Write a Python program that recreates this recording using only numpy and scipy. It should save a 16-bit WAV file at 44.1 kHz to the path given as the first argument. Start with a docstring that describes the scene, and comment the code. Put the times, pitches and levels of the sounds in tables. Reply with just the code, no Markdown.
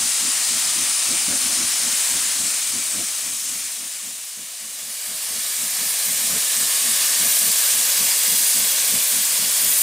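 """Hissing steam is heard first, with a thin high whistle, as a geared locomotive works up a wooded curve.
The hiss is a turbulent jet and the whistle its edge tone at the valve, heard far off and then close by.
Beneath them the cylinders exhaust about four times a second, each gust ringing the resonances of the
stack, while the running gear gives a low rumble that throbs with the pistons."""
import sys
import numpy as np
from scipy import signal
from scipy.fft import rfft, irfft, next_fast_len
from scipy.io import wavfile

SR = 44100
rng = np.random.default_rng(int(sys.argv[2]) if len(sys.argv) > 2 else 0)


def master(y):
    """Save y as 16-bit WAV."""
    cut = np.clip(np.atleast_2d(y).T, -1, 1)
    pcm = np.round(cut * 32767)  # scale
    wavfile.write(sys.argv[1], SR, pcm.astype(np.int16))


N = 433062
FRAME, HOP = 1024, 256  # samples
HZ = np.fft.rfftfreq(FRAME, 1 / SR)
FRAME_S = np.arange(N // HOP + 5) * HOP / SR
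TIME = np.arange(N) / SR


def gain_of(db):
    """Amplitude ratio of a level in decibels."""
    return 10 ** (np.asarray(db) / 20)


def unit_rms(x):
    """Normalisation to rms 1."""
    return x / np.sqrt(np.mean(x ** 2) + 1e-20)


def curve(rows, t, column=1):
    """Linear interpolation of a table column at the times t."""
    rows = np.array(rows)
    return np.interp(t, rows[:, 0], rows[:, column])


def spectrum(points):
    """Interpolation over log frequency, one value per bin."""
    f, value = np.transpose(points)
    return np.interp(np.log(HZ + 1), np.log(f + 1), value)


def band_rms(shape, lo_hz, hi_hz):
    """Power summation: the rms of each frame within a band."""
    return np.sqrt(np.sum(shape ** 2 * ((HZ >= lo_hz) & (HZ <= hi_hz)), axis=-1, keepdims=True))


def fluctuation(seconds, width_hz):
    """Random field of rms 1, correlated over the given spans of time and frequency."""
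    white = np.fft.rfft2(rng.standard_normal((len(FRAME_S), FRAME // 2 + 2)))
    along = np.fft.fftfreq(len(FRAME_S), HOP / SR)[:, None] * seconds
    across = np.fft.rfftfreq(FRAME // 2 + 2, SR / FRAME) * width_hz
    smooth = white / np.sqrt(1 + (np.pi * along) ** 2) / (1 + (np.pi * across) ** 2)
    return unit_rms(np.fft.irfft2(smooth)[:, :len(HZ)])


# Blend from the engine heard far off to the engine heard close by: t/s, nearness (0 far, 1 near)
NEARNESS = [(0, 0), (3.6, 0.16), (4.9, 0.92), (6.5, 1), (7.5, 1), (9.8, 1)]
# Common level that every layer follows: t/s, level/dB
ENGINE_LEVEL = [(0, -20.7), (2.05, -20.4), (3.5, -26.2), (4.35, -33.2), (4.7, -32.6), (5.4, -25.5),
                (6, -22.7), (7, -19.7), (8.1, -19.2), (9.1, -20.5), (9.82, -20.2)]


def layer_level(t, far_db, near_db):
    """Gains add in decibels: the engine's level plus a blend of far and near offsets."""
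    return curve(ENGINE_LEVEL, t) + far_db + curve(NEARNESS, t) * (near_db - far_db)


def by_nearness(far, near):
    """Interpolation between a far and a near spectrum; frames x bins."""
    share = curve(NEARNESS, FRAME_S)[:, None]
    return (1 - share) * spectrum(far) + share * spectrum(near)


def resonances(modes, hz, near):
    """Steep resonance peaks add in power, each blending its far and near strength."""
    power = 0
    for f, width, far_db, near_db in modes:
        peak = gain_of(far_db + near * (near_db - far_db))
        power += peak ** 2 / (1 + (2 * (hz - f) / width) ** 2) ** 2
    return np.sqrt(power)


# Likeness of left and right, far and near: f/Hz, coherence
COHERENCE_FAR = [(40, 0.91), (150, 0.933), (400, 0.836), (1400, 0.925), (3500, 0.94), (7000, 0.963),
                 (10000, 0.964), (11700, 0.886), (13300, .999)]
COHERENCE_NEAR = [(40, 0.95), (150, 1), (700, 0.891), (1700, 1), (4500, 1), (7000, 0.9646), (10300, 0.955),
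                  (11300, 1)]


def stereo_noise(shape):
    """Partial coherence: the channels share most of one noise; shape is the rms per frame and bin."""
    white = rng.standard_normal((2, (len(FRAME_S) - 1) * HOP))
    common, opposed = signal.stft(white, nperseg=FRAME, noverlap=FRAME - HOP)[2].transpose(0, 2, 1)
    coherence = by_nearness(COHERENCE_FAR, COHERENCE_NEAR)
    mid, side = common * np.sqrt((1 + coherence) / 2), opposed * np.sqrt((1 - coherence) / 2)
    frames = np.array([mid + side, mid - side]) * shape * np.sqrt(len(HZ))
    return signal.istft(frames.transpose(0, 2, 1), nperseg=FRAME, noverlap=FRAME - HOP)[1][:, :N]


# Spectrum of the rumble: f/Hz, relative level/dB
RUMBLE_SPECTRUM = [(10, -25), (30, -25), (85, -0.5), (130, -8), (190, 1.5), (260, 5), (390, -8.5),
                   (700, -2), (1500, -38.5)]


def rumble(lumpy_db=3.0, throb_db=4.0, stroke_s=0.059, far_db=-30.5, near_db=-35):
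    """Amplitude modulation: the low noise of wheels, gears and fire throbs with each piston stroke."""
    t = FRAME_S[:, None]
    stroke = np.max([np.exp(-((t - s) / stroke_s) ** 2) for s, _, _ in beats()], axis=0)
    shape = gain_of(spectrum(RUMBLE_SPECTRUM))
    swell_db = layer_level(t, far_db, near_db) + throb_db * stroke + lumpy_db * fluctuation(0.054, 287)
    return stereo_noise(shape / band_rms(shape, 0, SR / 2) * gain_of(swell_db))


# Rotation of the crankshaft, far and near: t/s, angle/turns
CRANK_FAR = [(-.035, .28), (1.122, 1), (1.613, 1.312), (2.771, 2), (3.299, 2.313), (4.45, 3.028)]
CRANK_NEAR = [(4.61, .28), (5.634, 1), (6.61, 1.638), (7.463, 2.13), (8.601, 2.8), (9.179, 3.135),
              (9.82, 3.578)]
# Valve openings: angle/turns, relative level far/dB, near/dB, nominal length/s
VALVE_OPENINGS = [(0, -17, -20.5, .053), (.128, -14, -21.5, .065), (0.312, -23, -21, 0.0664),
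                  (.463, -22, -21.5, 0.0628), (0.64, -22.5, -22.5, 0.064), (.8, -20.5, -21.5, 0.074)]
# Harder or softer beats: t/s, added level/dB
ACCENTS = [(1.61, 5.5), (6.34, 6.5), (7.78, -6.5), (8.94, 4)]
# Puffs between the beats: t/s, relative level/dB, nominal length/s
STRAY_PUFFS = [(1.467, -20.5, 0.101), (6.222, -23.5, 0.1)]


def beats():
    """Valve timing: three cylinders exhaust six times a turn; rows of t/s, level/dB, nominal length/s."""
    rows = []
    for crank, close in ((CRANK_FAR, False), (CRANK_NEAR, True)):
        times, turns = np.transpose(crank)
        for turn in range(int(turns[-1]) + 1):
            for angle, far_db, near_db, length in VALVE_OPENINGS:
                if turns[0] <= turn + angle <= turns[-1]:
                    s = np.interp(turn + angle, turns, times)
                    accent_db = sum(db for at, db in ACCENTS if abs(at - s) < .1)
                    rows.append((s, (near_db if close else far_db) + accent_db, length))
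    return [(s, curve(ENGINE_LEVEL, s) + db, length) for s, db, length in rows + STRAY_PUFFS]


# Modes of stack and smokebox: f/Hz, width/Hz, relative level far/dB, near/dB
STACK_MODES = [(91.3, 36.4, -8.5, -10), (137.8, 27.3, -27.5, -5.5), (184.1, 34.6, -4.5, 1.5),
               (231.7, 40.7, -4, 1), (261, 38.8, 1, -4.5), (331.8, 35.8, -3, -12), (443, 69, -20, -7)]
# Breathy bark of a hard beat: f/Hz, width/Hz, relative level far/dB, near/dB
BARK_BANDS = [(577, 168, -14, -11), (698.5, 40, -12.5, -7.5), (1510, 1830, -23, -15.5)]


def exhaust(stretch=1.37, edge_s=0.00624, tail_db=-16, tail_s=0.069, hard_db=-40, bark_growth=0.43):
    """Forced resonance: each valve opening lets a gust ring the stack, then shuts, leaving a short tail."""
    out, hz = np.zeros(N), np.fft.rfftfreq(SR // 2, 1 / SR)
    t = (np.arange(SR // 2) - SR // 6) / SR  # zero at mid-gust
    for s, db, length in beats():
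        half, near = stretch * abs(length) / 2, curve(NEARNESS, s)
        opening = (1 + np.tanh((t + half) / (2 * edge_s))) / 2
        closing = (1 + np.tanh((half - t) / (2 * edge_s))) / 2
        tail = gain_of(tail_db) * np.exp(-abs(t - half) / tail_s)
        flow = opening * (closing + (1 - closing) * tail)
        bark_gain = gain_of(bark_growth * max(db - hard_db, 0))  # harder beats are brighter
        colour = np.hypot(resonances(STACK_MODES, hz, near), bark_gain * resonances(BARK_BANDS, hz, near))
        gust = flow * irfft(colour * np.exp(2j * np.pi * rng.random(len(hz))), len(t))
        gust = gust * gain_of(db) / np.std(gust[abs(t) < .035])
        at = round(s * SR) - SR // 6 + np.arange(len(t))
        inside = (at >= 0) & (at < N)
        out[at[inside]] += gust[inside]
    return out


# The jet spurts or falters: centre t/s, length/s, nominal level change/dB
SPURTS = [(6.83, 0.075, -1), (7.349, 0.233, 2.5), (8.477, 0.298, 3), (8.73, 0.095, 0), (9.067, 0.143, 1),
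          (9.43, .2, -1.2), (9.777, 0.27, 4)]


def spurting(t):
    """Unsteady flow: each spurt is a Gaussian rise or dip in level."""
    return sum(db * np.exp(-(2 * (t - s) / length) ** 2) for s, length, db in SPURTS)


# Tones of the valve's edge: f/Hz, width/Hz, relative level far/dB, near/dB
EDGE_TONES = [(13832, 55, -9, 0), (13935, 85, -10, -2), (13970, 450, 0, -13)]


def whistle(level_db=-19, growth_db_per_s=1.3429, spurt_share=0.78, waver_db=1.5):
    """Edge tone: steam over the valve's edge sings in narrow bands, purer close by, flaring in spurts."""
    size = next_fast_len(N)
    hz, turbulence = np.fft.rfftfreq(size, 1 / SR), rfft(rng.standard_normal(size))
    far, close = (unit_rms(irfft(turbulence * resonances(EDGE_TONES, hz, near), size)[:N])
                  for near in (0, 1))
    near = curve(NEARNESS, TIME)
    tones = (1 - near) * far + near * close
    waver = np.interp(TIME, FRAME_S, fluctuation(.15, 9000)[:, 0])
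    flare_db = spurt_share * spurting(TIME) + waver_db * waver
    return tones * gain_of(curve(ENGINE_LEVEL, TIME) + level_db + growth_db_per_s * TIME + flare_db)


def delayed(ms):
    """A delay shifts phase in proportion to frequency."""
    return np.exp(-2j * np.pi * HZ * ms / 1000)


# Ground reflection, later and stronger close by: t/s, delay/ms, gain
GROUND_REFLECTION = [(0, 1.6, .05), (2.2, 1.65, .08), (3.2, 1.7, .25), (5.5, 1.74, .38), (7.5, 1.78, .44),
                     (9.3, 1.88, .42)]
# Echoes of the near jet from small hard surfaces by the listener: delay/ms, gain
SURFACE_ECHOES = [(1.701, .09), (1.796, .055), (1.93, -.075), (2.07, .04)]


def comb_filter(grass_hz=1600, small_hz=2300):
    """Interference of direct and reflected sound: grass returns the bass, small surfaces the treble."""
    t = FRAME_S[:, None]
    bounce = curve(GROUND_REFLECTION, t, column=2) * delayed(curve(GROUND_REFLECTION, t))
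    ground = bounce / (1 + (HZ / grass_hz) ** 4)
    echoes = sum(gain * delayed(ms) for ms, gain in SURFACE_ECHOES)
    surfaces = curve(NEARNESS, t) * echoes * (1 - 1 / (1 + (HZ / small_hz) ** 4))
    return abs(1 + ground + surfaces)


# Spectrum of the jet, far and near: f/Hz, relative level/dB
HISS_FAR = [(150, -31.5), (400, -23.5), (600, -18), (1000, -12.5), (1600, -11.5), (2400, -7), (3400, -7),
            (5200, -4.5), (7600, -1), (9300, 0), (10500, -6.5), (11800, -16), (13300, -20), (15800, -19)]
HISS_NEAR = [(150, -32), (350, -23.5), (700, -13), (850, -13.5), (1030, -13.5), (1400, -13), (1800, -8),
             (3800, -5.5), (6300, -4.5), (8000, -1), (9900, -1.07), (12200, -10.5), (14500, -9),
             (15800, -21.5)]
# The jet lies to the left, far and near: f/Hz, left minus right level/dB
PAN_FAR = [(300, -0.5), (1100, 2), (2000, 0.5), (5500, 2.5), (8000, 1.62), (10700, 4.5), (13000, 0.6)]
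PAN_NEAR = [(5500, 0), (7000, 0.99), (8200, 0.37), (10400, 0.72), (11200, 0)]
# A spurt tilts the hiss toward the treble: f/Hz, share of its level change
SPURT_TILT = [(2000, -0.46), (5000, -0.21), (8500, 0.32), (11000, 0.89)]


def steam_jet(far_db=-0.3662, near_db=0.31, eddies_far_db=-11.5, eddies_near_db=-10.5, top_near_db=-0.88,
              flutter_db=0.2838, eddy_flutter_db=0.5752, surge_db=0.3734, patchy_db=0.6562, swish_db=1.0):
    """Turbulent jet noise: air dulls it from afar, moving air makes it flutter, shifting paths swish."""
    t = FRAME_S[:, None]
    top_db = top_near_db * curve(NEARNESS, t) * spectrum([(9000, 0.039), (11000, 0.96)])
    colour_db = by_nearness(HISS_FAR, HISS_NEAR) + top_db + swish_db * fluctuation(0.72, 88)
    shape = gain_of(colour_db) * comb_filter()
    shape = shape * gain_of(layer_level(t, far_db, near_db)) / band_rms(shape, 4000, 11000)
    # large eddies make the lower hiss swell
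    eddy_db = eddy_flutter_db * fluctuation(0.0071, 9000) + surge_db * fluctuation(0.143, 8500)
    swell = gain_of(layer_level(t, eddies_far_db, eddies_near_db) + eddy_db) / band_rms(shape, 1000, 3500)
    shape = shape * swell ** spectrum([(3000, 1.0), (6000, 0.0155)])
    drift_db = flutter_db * fluctuation(0.0089, 10700) + patchy_db * fluctuation(0.0343, 666)
    pan_db = np.array([.5, -.5])[:, None, None] * by_nearness(PAN_FAR, PAN_NEAR)
    spurt_db = spurting(t) * spectrum(SPURT_TILT)
    return stereo_noise(shape * gain_of(drift_db + pan_db + spurt_db))


def scene():
    """Superposition: hiss and whistle above, chuffs and rumble below."""
    return steam_jet() + whistle() + exhaust() + rumble()


def record(dry):
    """Band limiting: a linear-phase low-pass filter removes the highest treble."""
    low_pass = signal.firwin(1023, cutoff=15750, window=("kaiser", 9), fs=SR)
    return signal.oaconvolve(dry, low_pass[None], "same")


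dry = scene()
out = record(dry)
master(out)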